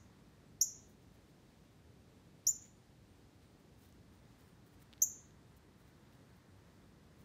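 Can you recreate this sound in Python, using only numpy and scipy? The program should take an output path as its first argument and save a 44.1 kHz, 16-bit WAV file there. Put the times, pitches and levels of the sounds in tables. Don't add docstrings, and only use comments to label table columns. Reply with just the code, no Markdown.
import sys
import numpy as np
from scipy import signal
from scipy.fft import rfft, irfft, next_fast_len
from scipy.io import wavfile
from scipy.ndimage import uniform_filter1d, map_coordinates

SR = 44100
rng = np.random.default_rng(int(sys.argv[2]) if len(sys.argv) > 2 else 0)


def natural_amplitude(level_db):
    exponent = np.asarray(level_db, float) / 20
    return 10 ** exponent


def wav_record(signal):
    frames = np.transpose(np.atleast_2d(signal))
    bounded = np.clip(frames, -1, 1)
    quanta = np.round(bounded * 32767).astype(np.int16)
    wavfile.write(sys.argv[1], SR, quanta)


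N = 319284


def unit(x):
    return x / np.sqrt(np.mean(x ** 2) + 1e-20)


def along(points, hz):
    f, v = np.transpose(points)
    return np.interp(np.log(hz + 1), np.log(f + 1), v)


def coloured(x, spectrum):
    m = next_fast_len(N + 8192)
    gain = natural_amplitude(along(spectrum, np.fft.rfftfreq(m, 1 / SR)))
    return unit(irfft(rfft(x, m) * gain, m)[:N])


def wobble(rate):
    knots = rng.standard_normal(int(N * rate / SR) + 4)
    return map_coordinates(knots, [np.arange(N) * rate / SR])


def swells(rows):
    t = np.arange(N) / SR
    return sum(gain * np.exp(-.5 * ((t - s) / spread) ** 2) for s, spread, gain in rows)


def air():
    # f/Hz, level/dB
    hum_colour = [(13, -65), (22, -35.5), (32, -24.5), (36, -20), (49, -4.5), (102, -2), (204, -5.5),
                  (262, -9), (292, -7.5), (345, -13), (375, -11.5), (552, -24), (600, -21.5), (780, -54.5),
                  (1320, -120)]
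    # f/Hz, level/dB
    hiss_colour = [(260, -31), (450, -1), (553, -3), (595, -5.5), (669, -4), (1390, -11), (1790, -11.5),
                   (2860, -15), (3890, -14.5), (8850, -22), (11000, -26.5), (15000, -26.5)]
    # f/Hz, level/dB
    tyre_colour = [(500, -28.5), (900, 0), (1300, -1), (2000, -3), (2500, -25), (4000, -61)]
    # t/s, level/dB
    road = [(0, 4.5), (1.3, -7), (2.4, -4.5), (3.5, -3.5), (4.1, 2), (6.1, 4), (7.24, 3)]
    hum_db, hiss_db, tyre_db = -63, -71.5, -84.5
    hum_follows, tyres_follow = .05, 1.8
    road_db = np.interp(np.arange(N) / SR, *np.transpose(road))
    hum_level = natural_amplitude(hum_db + hum_follows * road_db + 0.57 * wobble(2.5))
    hum = hum_level * coloured(rng.standard_normal(N), hum_colour)
    hiss = natural_amplitude(hiss_db + .4 * wobble(6)) * coloured(rng.standard_normal(N), hiss_colour)
    tyre_level = natural_amplitude(tyre_db + tyres_follow * road_db + .6 * wobble(2.4))
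    tyres = tyre_level * coloured(rng.standard_normal(N), tyre_colour)
    return hum + hiss + tyres


def insect(count=14):
    # f/Hz, level/dB
    wings = [(8000, -48), (8600, -20), (8900, -2), (9300, -18), (9900, -48.5)]
    from_s, every_s, spread_s = 2.775, .342, .04
    start_db, db_per_s, scatter_db = -89.5, -0.1, 2
    since = every_s * np.arange(count)
    gain = natural_amplitude(start_db + db_per_s * since + scatter_db * rng.standard_normal(count))
    rasps = swells([(from_s + s, spread_s, g) for s, g in zip(since, gain)])
    return rasps * coloured(rng.standard_normal(N), wings)


def bird():
    # start t/s, end t/s, first f/Hz, last f/Hz, level/dB
    begin, end, first_hz, last_hz, db = (.453, .51, 7800, 7500, -83)
    u = np.clip((np.arange(N) / SR - begin) / (end - begin), 0, 1)
    pitch = first_hz + (last_hz - first_hz) * u ** 3
    phase = 2 * np.pi * np.cumsum(pitch) / SR
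    return natural_amplitude(db + 3 * wobble(91.2)) * np.sqrt(np.abs(np.sin(np.pi * u))) * np.sin(phase)


def stirrings(count=14):
    from_s, faint_db, spread_s = 2.9, -85, .008
    when, size, bright = rng.random((count, 3)).T
    centre = from_s + when * (N / SR - from_s)
    return list(zip(centre, spread_s * (.5 + size), faint_db + 4 * size, .5 + .5 * bright))


def crackle():
    return rng.standard_normal(N) * natural_amplitude(4.5 * wobble(600))


def litter():
    # centre t/s, spread t/s, level/dB, bright share (0-1)
    rustles = [(.9, .018, -74, .85), (1.03, 0.0099, -78, 0.75), (1.152, 0.0073, -76, .8),
               (1.29, .012, -81, .6), (2.65, .03, -73, .15), (3.435, 0.01475, -78, .4),
               (3.6, 0.0114, -80.5, .7), (3.815, .015, -77, .8), (3.85, 0.015, -68.5, .5),
               (3.89, .012, -77, .7), (4.15, 0.0236, -77.5, 0.3), (4.41, 0.0182, -73.5, .63),
               (4.47, 0.0253, -78.5, .7), (4.675, 0.0125, -75.5, 0.98), (4.735, .015, -74, 0.8),
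               (4.805, 0.00817, -69.5, 0.78), (4.823, 0.00434, -64, .8), (5.572, 0.0068, -70, .84),
               (5.8, 0.023, -79, .95), (5.885, .018, -77, .6), (6.14, 0.0146, -74.5, .5),
               (7.215, .012, -77, 0.75)]
    # f/Hz, level/dB
    damp_colour = [(600, -23.5), (1500, -1), (3500, -3.5), (7000, -7.5), (12000, -22.5)]
    # f/Hz, level/dB
    dry_colour = [(2500, -32), (6000, -6), (10000, -0.5), (13000, 0), (15000, 5), (16000, 0)]
    bursts = rustles + stirrings()
    dull = swells([(s, w, natural_amplitude(db) * np.sqrt(np.clip(1 - b, 0, 1))) for s, w, db, b in bursts])
    bright = swells([(s, w, natural_amplitude(db) * np.sqrt(np.clip(b, 0, 1))) for s, w, db, b in bursts])
    return dull * coloured(crackle(), damp_colour) + bright * coloured(crackle(), dry_colour)


def twigs():
    # t/s, peak level/dB, f/Hz
    ticks = [(2.636, -66, 11000), (2.655, -63, 9000), (2.685, -62.5, 12000), (3.43, -61, 3300),
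             (3.9255, -52, 6970), (4.4927, -63, 12000), (4.929, -42.5, 3300), (4.936, -41, 3400),
             (4.9797, -49.5, 3920), (5.0185, -55, 3500), (5.308, -55, 3800), (5.431, -60.5, 4000),
             (6.875, -69, 13040)]
    snap_cycles = 1.9
    rebound_s, rebound_db = .0014, -14
    splinter_hz, splinter_db, splinter_cycles = 15000, -17, 2.5
    parts = []
    for s, db, hz in ticks:
        parts.append((s, db, hz, snap_cycles))
        parts.append((s + rebound_s, db + rebound_db, hz, snap_cycles))
        parts.append((s, db + splinter_db, splinter_hz, splinter_cycles))
    out, t = np.zeros(N), np.arange(-40, 200) / SR
    for s, db, hz, cycles in parts:
        shape = np.exp(-np.where(t < 0, -2.5 * t, 1.43 * t) * hz / cycles * 2)
        out[round(s * SR) - 40:][:len(t)] += natural_amplitude(db) * shape * np.cos(2 * np.pi * hz * t)
    return out


def scatter(t60s, build):
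    hz, t, z = signal.stft(rng.standard_normal(SR // 2), SR, nperseg=128)
    fall = natural_amplitude(-60 * t / along(t60s, hz)[:, None])
    tail = signal.istft(z * fall, SR, nperseg=128)[1][:SR // 2]
    tail = tail * (1 - np.exp(-np.arange(SR // 2) / (build * SR)))
    return tail / np.linalg.norm(tail)


def chip(start_hz, top_hz, glide, length, octave_db, fade_db, squeak_db, foot_db, mouth):
    open_s = .0022
    sag_db, sag_s = -6.5, .012
    dip_share = .25
    since = np.arange(SR // 10) / SR
    t = np.clip(since - .0015, 0, None)
    pitch = top_hz - (top_hz - start_hz) * np.exp(-t / glide)
    pitch = pitch * (1 + 0.0071 * wobble(297)[:len(t)])
    pitch = pitch - (start_hz - 4950) * np.exp(-t / .0011)
    phase = 2 * np.pi * np.cumsum(pitch) / SR

    rise = 1 - np.exp(-(t / .0012) ** 2)
    swell = rise * natural_amplitude(fade_db * (t / length) ** 2 + 1.5 * wobble(600)[:len(t)])
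    shut_db = foot_db / (1 + np.exp((t - open_s) / .0005))
    swell = swell * natural_amplitude(shut_db + sag_db * (1 - np.exp(-(t / sag_s) ** 2)))
    swell = swell / (1 + np.exp((t - length) / .001))

    mouth_db = along(mouth, 2 * pitch)
    whistle = natural_amplitude(dip_share * mouth_db) * np.sin(phase)
    octave = natural_amplitude(octave_db + 0.54 * shut_db + mouth_db - 151.5 * t) * np.sin(2 * phase)
    third = natural_amplitude(-36) * (pitch < 5600) * np.sin(3 * phase)

    side_tones = np.sin(2 * np.pi * 8000 * since + 0.23 * phase) * np.cos(0.2 * phase)
    puff = .6 * np.diff(rng.standard_normal(len(t) + 2), 2)
    squeak = natural_amplitude(squeak_db) * np.exp(-((since - .0032) / .0017) ** 2) * (side_tones + puff)
    return swell * (whistle + octave + third) + squeak


def chipmunk():
    # t/s, start f/Hz, top f/Hz, length t/s, level/dB
    chips = [
        (-.19, 5000, 7270, .021, -30),
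        (.6094, 5110, 7480, .022, -21.5),
        (2.4654, 5100, 7150, .047, -22.5),
        (5.0160, 5700, 7680, .02, -21.3),
    ]
    # delay t/ms, level/dB
    near = [(1.3, -7.5), (2.9, -1.5), (6.3, -11), (11.8, -10.5), (16, -10.5), (27, -15)]
    # f/Hz, t/s
    thicket = [(5000, 0.12975), (7000, 0.12), (13000, 0.11)]
    # f/Hz, t/s
    garden = [(5000, .37), (6000, .4), (7000, .4), (11000, .26), (14500, 0.19)]
    # f/Hz, level/dB
    mouth_colour = [(10200, -9), (11000, 6), (12100, 0), (12750, -15.5), (13450, 3.5), (14500, 1)]
    slack_hz = 5000
    close_db, far_db, far_db_per_s = -10, -10.5, -115
    shift, shift_db = .1, -2
    out = np.zeros(N + 2 * SR)
    for s, start_hz, top_hz, length, db in chips:
        wide = (start_hz - slack_hz) / 1000
        glide = .0061 + .0046 * (top_hz - 7300) / 1000 + .0045 * wide
        flatten = np.clip(1 - 1.1 * wide, 0, 1)
        mouth = [(hz, level * flatten) for hz, level in mouth_colour]
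        voice = chip(start_hz, top_hz, glide, length, octave_db=-13.5 + 7 * wide, fade_db=-14.5 + 10 * wide,
                     squeak_db=-30 + 1 * wide, foot_db=-4 - 9 * wide, mouth=mouth)

        path = natural_amplitude(close_db) * scatter(thicket, build=.004)
        path = path + natural_amplitude(far_db + far_db_per_s * length) * scatter(garden, build=0.03)
        path[0] += 1
        for (ms, echo_db), (late, loud) in zip(near, rng.standard_normal((len(near), 2))):
            delay = round(ms * np.exp(shift * late) * SR / 1000)
            path[delay:][:2] += natural_amplitude(echo_db + shift_db * loud) * 0.56
        heard = signal.fftconvolve(voice, path)
        out[SR + round(s * SR):][:len(heard)] += natural_amplitude(db) * heard
    return out[SR:SR + N]


def scene():
    return (chipmunk() + litter() + twigs() + insect() + bird() + air())[None]


def unmasked(x, below_db, slope_db, quiet_db, size=8):
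    smear_db, top_hz = -31, 15720
    hz, _, z = signal.stft(x, SR, nperseg=1024, noverlap=512)
    bands = z[:-1].reshape(-1, size, z.shape[1])
    level = 10 * np.log10(np.mean(np.abs(bands) ** 2, axis=1) + 1e-20)
    steady = uniform_filter1d(level, size=3, axis=1)
    ramp = slope_db * np.arange(len(level))[:, None]
    mask = np.maximum.accumulate(steady + ramp, axis=0) - ramp - below_db
    centre = hz[size // 2:-1:size, None]
    keep = (level > mask) | (centre < 7500)
    keep &= (uniform_filter1d(steady, size=2, axis=0) > quiet_db) | (centre < 15200)
    random_turn = np.exp(2j * np.pi * rng.random(z[:-1].shape))
    z[:-1] += np.repeat(natural_amplitude(level + smear_db), size, axis=0) * random_turn
    z[:-1] *= np.repeat(keep, size, axis=0) * (hz[:-1, None] < top_hz)
    return signal.istft(z, SR, nperseg=1024, noverlap=512)[1][:N]


def roll_off(x):
    return signal.sosfilt(signal.butter(12, 15710, fs=SR, output="sos"), x)


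def record(dry):
    kept = unmasked(dry[0], below_db=19.5, slope_db=2.5, quiet_db=-110)
    return roll_off(kept[None])


dry = scene()
out = record(dry)
wav_record(out)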